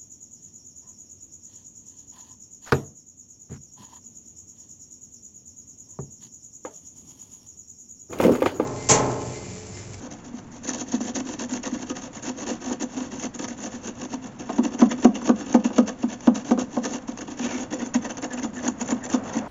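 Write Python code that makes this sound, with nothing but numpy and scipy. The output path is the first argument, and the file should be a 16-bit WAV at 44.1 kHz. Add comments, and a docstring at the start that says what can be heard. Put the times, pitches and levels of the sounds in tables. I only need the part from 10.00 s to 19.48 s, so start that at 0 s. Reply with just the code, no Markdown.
"""A stiff wire brush scrubs a connector's prongs in a car's engine bay, about eight strokes a second.
Each stroke bites, drags and lets go: the bristles hiss, snap and squeak, rasp in the housing and shake
the hollow panel that holds it. On the harder strokes the brush head knocks against the connector.
Heard close up on one narrow-band microphone, with short reflections off the bay's metal walls.
Behind it is quiet outdoor air, and a far-off rush that swells towards the end."""
import sys
import numpy as np
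from scipy import signal
from scipy.fft import rfft, irfft, next_fast_len
from scipy.io import wavfile
from scipy.ndimage import map_coordinates

SR = 44100
rng = np.random.default_rng(int(sys.argv[2]) if len(sys.argv) > 2 else 0)


def store_wav(level_fs):
    """Save 16-bit WAV to argv[1]."""
    pcm = np.round(np.clip(np.atleast_2d(level_fs), -1, 1) * 32767)
    wavfile.write(sys.argv[1], SR, pcm.T.astype(np.int16))


N = 418068

# modes of the hollow panel, main mode first: f/Hz, width/Hz, level/dB
PANEL_MODES = [(204, 19.2, -5), (238.2, 27.3, 0), (261, 29.6, -0.5), (296.6, 33.7, -9), (371, 29, -18)]
# modes of the connector housing and its bracket: f/Hz, width/Hz, level/dB
HOUSING_MODES = [(429.5, 51, -6), (510.2, 13.2, 7), (560, 52, -3), (661, 93, -3.5), (738, 35, 0),
                 (811, 69, -6), (933, 95, -2.5), (1033, 142, -6.5), (1123, 54, -6.5), (1238, 33, -7.5),
                 (1439, 69, -10.5), (1567, 63, -11.5), (1647, 33.3, -18.5), (1970, 130, -26)]


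def scrubbing():
    """Clumps of wires snag on the prongs; the tuft hisses and twangs, prongs, housing and panel ring."""
    # spectrum of the wire tuft: f/Hz, level/dB
    tuft_spectrum = [(900, -34.5), (2400, -26), (3400, -6.5), (4200, -11), (4450, -3.5), (4900, -14.5),
                     (5500, -6.5), (6000, 1), (6450, 2.5), (6800, 0.5), (7000, -4), (7100, -2),
                     (7280, -3.5)]
    # modes of the metal prongs: f/Hz, width/Hz, level/dB
    prong_modes = [(1749, 85, 7.5), (2247, 143, 1), (2647, 217, 2.5), (2875, 90, 6), (3094, 70, 0.5),
                   (3476, 100, 5.5), (3840, 45, -10), (4474, 76, 2.5), (5514, 59, 1.5)]
    firm_db = -34  # reference level of a firm stroke
    rasp_growth, shake_growth = 0.83, 0.88  # dB per dB of hiss: harder strokes are brighter
    t = np.arange(N) / SR
    effort_db = stroke_levels() - firm_db
    on_housing, on_panel, on_prongs, on_tips = grip()
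    hiss = amp(firm_db + effort_db)
    rasp = on_housing * amp(firm_db + rasp_growth * effort_db)
    shake = on_panel * amp(firm_db + shake_growth * effort_db)
    snag = unit(amp(3.08 * wobble(190) + 1.73 * wobble(60)))
    slips = snag * catches(rate=2500, spread_db=4.5, rub=0.36)
    tips = on_tips * twang(rate=180, t60=0.026, spread_db=18.5)
    tuft = (coloured(slips, tuft_spectrum) + tips) / np.hypot(1, on_tips)
    prongs = ringing(on_prongs * rasp, slips, prong_modes)
    housing = amp(-1) * ringing(rasp, slips, HOUSING_MODES)
    # the pull on the panel builds, up to a limit, just before the wires let go
    pull = np.minimum(np.interp(t + 0.0053, t, shake), amp(-21))
    # slips drive the panel's upper modes most
    drag = filtered(slips, lambda hz: 1 / np.sqrt(1 + (240 / (hz + 1)) ** 10))
    panel = amp(2) * ringing(pull, drag, PANEL_MODES)
    return amp(4) * hiss * tuft + prongs + housing + panel


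def stroke_levels():
    """Every stroke bites, drags with rising or easing pressure and lets go: the envelope in dB."""
    # strokes, to and fro: start/s, length/s, level/dB, swell from start to end/dB
    strokes = [(0.0, 0.073, -47.5, 4.5), (0.119, 0.053, -47, -13), (0.257, 0.04, -48.5, -10),
               (0.345, 0.051, -49.5, 7), (0.525, 0.057, -48.5, -2), (0.646, 0.055, -35.5, 8),
               (0.736, 0.023, -38, -6), (0.776, 0.036, -34.5, 7), (0.88, 0.076, -37, 11),
               (1.011, 0.051, -38.5, 1), (1.077, 0.021, -36, 3), (1.159, 0.065, -38.5, -19.5),
               (1.261, 0.079, -39.5, 8), (1.4, 0.04, -32.5, -2), (1.504, 0.036, -35, 3),
               (1.563, 0.0089, -32.5, 2), (1.639, 0.038, -34.5, 3.5), (1.719, 0.11, -42.5, 0),
               (1.872, 0.033, -40, 5), (1.959, 0.026, -41, -1.5), (2.026, 0.037, -42, -1.5),
               (2.128, 0.055, -43.5, 10.5), (2.232, 0.063, -35.5, 4.5), (2.374, 0.057, -38.5, 7),
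               (2.478, 0.088, -41, -10.5), (2.619, 0.11, -38.5, 10), (2.814, 0.015, -31.5, 0.5),
               (2.903, 0.047, -45.5, 4), (2.977, 0.11, -42.5, -9.5), (3.116, 0.139, -38.5, 10),
               (3.352, 0.018, -43, -11), (3.396, 0.05, -38.5, 3), (3.489, 0.046, -42, -8),
               (3.577, 0.09, -41.5, 11.5), (3.696, 0.077, -46, 7), (3.826, 0.062, -42, 12),
               (3.963, 0.089, -46, 14), (4.106, 0.035, -40, 11.5), (4.227, 0.045, -51.5, 11),
               (4.405, 0.029, -46.0, -13.5), (4.468, 0.12, -45.5, 5), (4.65, 0.029, -38.5, -16.5),
               (4.716, 0.027, -44.5, 7.5), (4.801, 0.067, -42, -16), (4.902, 0.012, -36.5, 14),
               (4.98, 0.068, -43.5, 17), (5.157, 0.03, -42, -12), (5.218, 0.073, -42, 12.5),
               (5.356, 0.054, -45.0, 17.5), (5.456, 0.098, -42.5, 13), (5.654, 0.013, -35, -2),
               (5.728, 0.056, -40.5, 11.5), (5.869, 0.024, -39.5, 10), (5.999, 0.031, -46.5, 8.5),
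               (6.093, 0.049, -42.5, 3), (6.208, 0.067, -45.5, 13), (6.358, 0.062, -41.5, -14),
               (6.457, 0.058, -40, 9.5), (6.597, 0.029, -36, -4), (6.702, 0.085, -47, 8),
               (6.838, 0.061, -38, -6), (6.913, 0.046, -37, 0), (7.089, 0.034, -45, -7.5),
               (7.187, 0.0092, -43.5, -10), (7.217, 0.014, -38.5, -4), (7.292, 0.041, -42, 4),
               (7.381, 0.102, -36.5, 2.5), (7.503, 0.13, -38.5, 0.5), (7.723, 0.021, -34.5, 2),
               (7.799, 0.025, -40.5, 7), (7.863, 0.0076, -42.5, -0.5), (7.956, 0.0091, -34.5, -14.5),
               (8.029, 0.027, -42.5, 6.5), (8.104, 0.016, -40.5, -5), (8.183, 0.011, -45, -13),
               (8.233, 0.015, -35, -6), (8.314, 0.02, -40, 8.5), (8.379, 0.02, -40, 0),
               (8.439, 0.015, -34, -10.5), (8.544, 0.049, -43.5, 5), (8.633, 0.052, -36.5, 10),
               (8.787, 0.029, -42, 19), (8.86, 0.063, -38, 10.5), (9.046, 0.013, -39, -6),
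               (9.102, 0.043, -35.5, 10.5), (9.241, 0.059, -46.0, 7), (9.345, 0.039, -34, -1)]
    attack_s, release_s = 0.012, 0.011  # the wires bite, and spring free at the turn
    t = np.arange(N) / SR
    power = amp(-61 + 1.9 * wobble(30)) ** 2  # stray wires still scratch between strokes
    for start, length, db, swell_db in strokes:
        near = slice(max(0, int(start * SR) - SR // 10), int((start + length) * SR) + SR // 10)
        age = t[near] - start
        contact = np.exp(-(np.minimum(age, 0) / attack_s) ** 2 - np.maximum(age - length, 0) / release_s)
        pressure = amp(db + swell_db * (np.clip(age / length, 0, 1) - .5))
        power[near] += (contact * pressure) ** 2
    return 10 * np.log10(power)


def grip():
    """As the wrist turns, the brush's seat shifts the gains of housing, panel, prongs and wire tips."""
    # the brush's seat: t/s, housing rasp/dB, panel shake/dB, prong ring re rasp/dB, wire-tip ring/dB
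    seat = [(0, -0.5, 2.5, -10.5, -7.5), (.75, -4.5, 0, -6.5, -8.5), (1.7, -0.5, 5, -8, -10.5),
            (2.05, 0, 0, -7.5, -8), (2.6, 1, 6, -8.5, -10), (3.4, -1, 4.5, -6.5, -6.5),
            (4.3, 2, 3.5, -8.5, -7.5), (4.9, 4.5, 10, -8, -2.5), (5.65, 2.5, 5.5, -7, -11.5),
            (6.15, 1.5, -1, -6.5, -9.5), (6.7, 1, 5, -9, -12.5), (7.52, 1, 5, -6, -11.5),
            (7.72, 3.5, 6, -8.5, 0.5), (8.5, 3, 5, -10.5, -1), (9.48, 3, 6.5, -8.5, -4)]
    times, *columns = np.transpose(seat)
    return [amp(np.interp(np.arange(N) / SR, times, db)) for db in columns]


def catches(rate, spread_db, rub):
    """Tiny impulses of uneven size as single wires spring free, over smooth rubbing."""
    chance, size, polarity = rng.random(N), rng.standard_normal(N), rng.standard_normal(N)
    ticks = (chance < rate / SR) * np.sign(polarity) * amp(spread_db * np.clip(size, -2, 2))
    return unit(unit(ticks) + rub * rng.standard_normal(N))


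def twang(rate, t60, spread_db):
    """Each freed wire rings briefly at a pitch of its own."""
    # bending modes of the free wires: f/Hz, relative scatter between wires, level/dB
    wire_modes = [(1800, 0.11, -10), (2779, 0.09, -23), (6622, 0.0522, -2)]
    t, total = np.arange(SR // 25) / SR, np.zeros(N)
    for hz, scatter, db in wire_modes:
        when, pitch, size = rng.random((int(rate * N / SR), 3)).T
        own_hz = hz * (1 + scatter * np.sqrt(3) * (2 * pitch - 1))
        tones = np.sin(2 * np.pi * own_hz[:, None] * t)
        rings = amp(spread_db * size)[:, None] * tones * amp(-60 * t / t60)
        at = (when * N).astype(int)[:, None] + np.arange(len(t))
        total += amp(db) * unit(np.bincount(at.ravel(), rings.ravel(), N)[:N])
    return total


def snaps():
    """A single stiff wire snaps off a prong's edge with a bright, dry tick."""
    # wires letting go: t/s, level/dB
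    releases = [(0.693,-20.5), (1.565,-28.5), (3.236,-25), (3.443,-24), (3.484,-23.5), (4.815,-25),
                (5.045,-26), (5.146,-37), (5.528,-24), (6.207,-31), (6.843,-28.5), (7.175,-26), (7.209,-29),
                (7.606,-33), (7.862,-32.5), (7.943,-24), (8.051,-30.5), (8.104,-31), (8.171,-28.5),
                (8.226,-26.5), (8.433,-28), (8.907,-21), (9.1,-27.5), (9.137,-28.5)]
    # spectrum of the sharp contact: f/Hz, level/dB
    snap_spectrum = [(200, -14), (700, 1), (1800, -1.5), (3000, -16.5), (4800, -15), (6400, 7.5),
                     (7300, -14)]
    ticks = bursts(*np.transpose(releases), t60=.016)
    return filtered(ticks, lambda hz: amp(7 + along(snap_spectrum, hz)))


def squeaks():
    """A wire sticks and slips quickly: a short, rough tone that wavers and sinks as it skates on."""
    # skating wires: centre t/s, half length/s, f/Hz, level/dB
    skates = [(1.652, .012, 1830, -42), (5.16, .016, 2720, -44.5), (5.654, .011, 2680, -41),
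              (6.85, .01, 1640, -41), (7.434, 0.016, 2620, -43), (7.49, 0.037, 2900, -56),
              (7.52, 0.074, 1450, -48), (7.531, 0.06, 2280, -45.5), (7.808, 0.013, 1920, -41.5),
              (8.058, 0.014, 1784, -43), (8.112, 0.0068, 2760, -42.5), (8.319, 0.013, 1640, -39.5),
              (8.381, 0.0066, 2760, -40.5), (8.583, 0.021, 1770, -41.5), (9.04, 0.022, 1795, -43.5)]
    sag_oct_per_s = 0.8
    t, out = np.arange(N) / SR, np.zeros(N)
    waver = 1 + .055 * wobble(600) + 0.0302 * wobble(35)
    for centre, half_length, hz, db in skates:
        near = slice(int(centre * SR) - SR // 8, int(centre * SR) + SR // 8)
        offset = t[near] - centre
        pitch = hz * waver[near] * 2 ** (-sag_oct_per_s * offset)
        envelope = amp(db + 4) * np.exp(-(offset / half_length) ** 2)
        out[near] += envelope * np.sin(2 * np.pi * np.cumsum(pitch) / SR)
    return out


def knocks():
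    """The head clacks on the connector, pushes the panel, and comes back for a gentler second push."""
    # bumps of the brush head: t/s, panel thump/dB, housing clack/dB
    bumps = [(0.336,-25.5,-47), (0.936,-14.5,-29), (1.006,-20,-31), (1.722,-19,-42), (2.709,-22,-25),
             (2.963,-23.5,-37), (4.134,-23,-32), (4.493,-24,-21), (4.585,-9,-20), (4.819,-2,-12),
             (5.047,-2.5,-11.5), (5.217,-25,-27), (5.293,-6.5,-13), (5.543,-4.5,-11.5), (5.649,-16.5,-26),
             (5.704,-27.5,-29), (5.783,-4.5,-13), (6.035,-11.5,-26), (6.273,-3.5,-13), (6.510,-7.5,-15),
             (6.577,-16,-22.5), (6.768,-16,-21.5), (7.084,-23,-36.5), (7.947,-14.5,-28), (8.443,-16.5,-43),
             (8.678,-16,-32), (8.919,-15,-22), (9.137,-11.5,-21), (9.362,-16,-35)]
    # spectrum of the blunt contact: f/Hz, level/dB
    clack_spectrum = [(150, -22.5), (400, -4.5), (700, -6.5), (1150, -9), (1600, -24.5), (2500, -28),
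                      (5000, -35)]
    times, thump_db, clack_db = np.transpose(bumps)
    pushes = np.bincount(np.round(times * SR).astype(int), amp(thump_db), N)
    blow = panel_boom(stiffening=.42, settle_s=.016, rise_s=.0075, t60=.08)
    rebound = panel_boom(stiffening=.1, settle_s=.016, rise_s=.012, t60=.085)
    double_boom = amp(0.65) * blow + amp(-16) * np.roll(rebound, round(.034 * SR))
    thump = signal.fftconvolve(pushes, double_boom)[:N]
    clack = filtered(bursts(times, clack_db, t60=0.021), lambda hz: amp(19.5 + along(clack_spectrum, hz)))
    jolt = amp(19) * bursts(times, clack_db, t60=0.053)
    jolt = filtered(jolt, lambda hz: 1 / (1 + (hz / 1550) ** 4))  # the blunt head excites little treble
    clatter = resonate(jolt, HOUSING_MODES) + amp(17.5) * resonate(jolt, PANEL_MODES[-1:])
    return thump + clack + clatter


def panel_boom(stiffening, settle_s, rise_s, t60):
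    """A hard push stiffens the panel: its main mode starts sharp and sags to rest pitch as it dies."""
    t = np.arange(SR // 4) / SR
    hz = PANEL_MODES[0][0] * (1 + stiffening * np.exp(-t / settle_s))
    swing = (1 - np.exp(-(t / rise_s) ** 3)) * amp(-60 * t / t60)
    return swing / swing.max() * np.sin(2 * np.pi * np.cumsum(hz) / SR)


def engine_bay(x):
    """Close metal walls send short, dense reflections back to the microphone."""
    # reverberation of the bay: f/Hz, t60/s
    decay_times = [(200, 0.41), (1500, 0.23), (7000, 0.18)]
    hz, t, noise = signal.stft(rng.standard_normal(SR // 4), SR, nperseg=256)
    decay = amp(-60 * t / along(decay_times, hz)[:, None])
    tail = signal.istft(noise * decay, SR, nperseg=256)[1]
    delayed = np.pad(x, (SR // 400, 0))  # 2.5 ms behind the direct sound
    return signal.fftconvolve(delayed, tail / np.linalg.norm(tail))[:N]


def background():
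    """Steady outdoor air around the car with a light rub of resting wires on top, and a soft rush far off that
    swells towards the end."""
    # spectrum of the steady floor, outdoor air below and the light rub of resting wires at the top: f/Hz,
    # level/dB
    air_spectrum = [(20, -7.5), (60, -5), (110, 0.5), (170, 0), (250, 5), (400, -11), (900, -13),
                    (2000, -22), (4500, -35.5), (6500, -32), (7500, -24)]
    # rise of the distant rush: t/s, level/dB
    rush_levels = [(0, -85), (4, -57), (6.999, -55), (8.3, -46), (8.8, -45), (9.15, -38.5), (9.48, -37)]
    # spectrum of the rush: f/Hz, level/dB
    rush_spectrum = [(40, -18.5), (110, -0.5), (300, -4.5), (600, 0), (950, -3.5), (1400, -10.5),
                     (2000, -18), (4000, -36.5)]
    swell = amp(np.interp(np.arange(N) / SR, *np.transpose(rush_levels)) + 2.1 * wobble(7))
    air = amp(-43.5) * coloured(rng.standard_normal(N), air_spectrum)
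    return air + swell * coloured(rng.standard_normal(N), rush_spectrum)


def bursts(times, dbs, t60):
    """Brief rough contacts, each dying by 60 dB in t60 seconds."""
    t, out = np.arange(SR // 10) / SR, np.zeros(N + SR)
    for start, db in zip(times, dbs):
        out[round(start * SR):][:len(t)] += amp(db - 60 * t / t60) * rng.standard_normal(len(t))
    return out[:N]


def ringing(drive, slips, modes):
    """Slips heard through a resonant body, at an rms level that follows drive."""
    return resonate(drive * slips, modes) / np.std(resonate(slips, modes))


def resonate(x, modes):
    """x through a body's resonances (f/Hz, width/Hz, level/dB), alternating in sign."""
    return filtered(x, lambda f: sum(
        (-1) ** k * amp(db) * 1j * f * width / (centre ** 2 - f ** 2 + 1j * f * width)
        for k, (centre, width, db) in enumerate(modes)))


def coloured(x, spectrum):
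    """x shaped by a spectrum (f/Hz, level/dB), at rms 1."""
    return unit(filtered(x, lambda hz: amp(along(spectrum, hz))))


def filtered(x, response):
    """x through a complex frequency response."""
    size = next_fast_len(N + SR // 2)
    return irfft(rfft(x, size) * response(np.fft.rfftfreq(size, 1 / SR)), size)[:N]


def wobble(rate):
    """A smooth random curve of rms 1, rate knots a second."""
    knots = rng.standard_normal(int(N * rate / SR) + 4)
    return unit(map_coordinates(knots, [np.arange(N) * rate / SR]))


def along(points, hz):
    """Points (f/Hz, value) read on a log frequency axis."""
    freqs, values = np.transpose(points)
    return np.interp(np.log(hz + 1), np.log(freqs + 1), values)


def amp(db):
    """Decibels to gain."""
    return 10 ** (np.asarray(db) / 20)


def unit(x):
    """Scale to rms 1."""
    return x / np.sqrt(np.mean(x ** 2) + 1e-20)


def scene():
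    """Brush and knocks up close, the bay's walls around them, the open air behind; mono."""
    brush = scrubbing() + snaps() + squeaks()
    bumps = knocks()
    walls = engine_bay(amp(-14.5) * brush + amp(-13) * bumps)
    return (brush + bumps + walls + background())[None]


def record(dry):
    """A narrow-band microphone rounds the hardest peaks; its low sample rate mirrors the top treble."""
    ceiling, band_hz, mic_rate_hz, top_hz = .88, 7340, 16000, 9200
    rounded = dry[0] / (1 + np.abs(dry[0] / ceiling) ** 6) ** (1 / 6)
    heard = filtered(rounded, lambda hz: 1 / (1 + (hz / band_hz) ** 300))
    mirror = heard * np.cos(2 * np.pi * mic_rate_hz * np.arange(N) / SR)
    faint_image = filtered(mirror, lambda hz: amp(along([(8700, -15.0), (9200, -44.5)], hz)))
    return filtered(heard + faint_image, lambda hz: hz < top_hz)[None]


dry = scene()
out = record(dry)
store_wav(out)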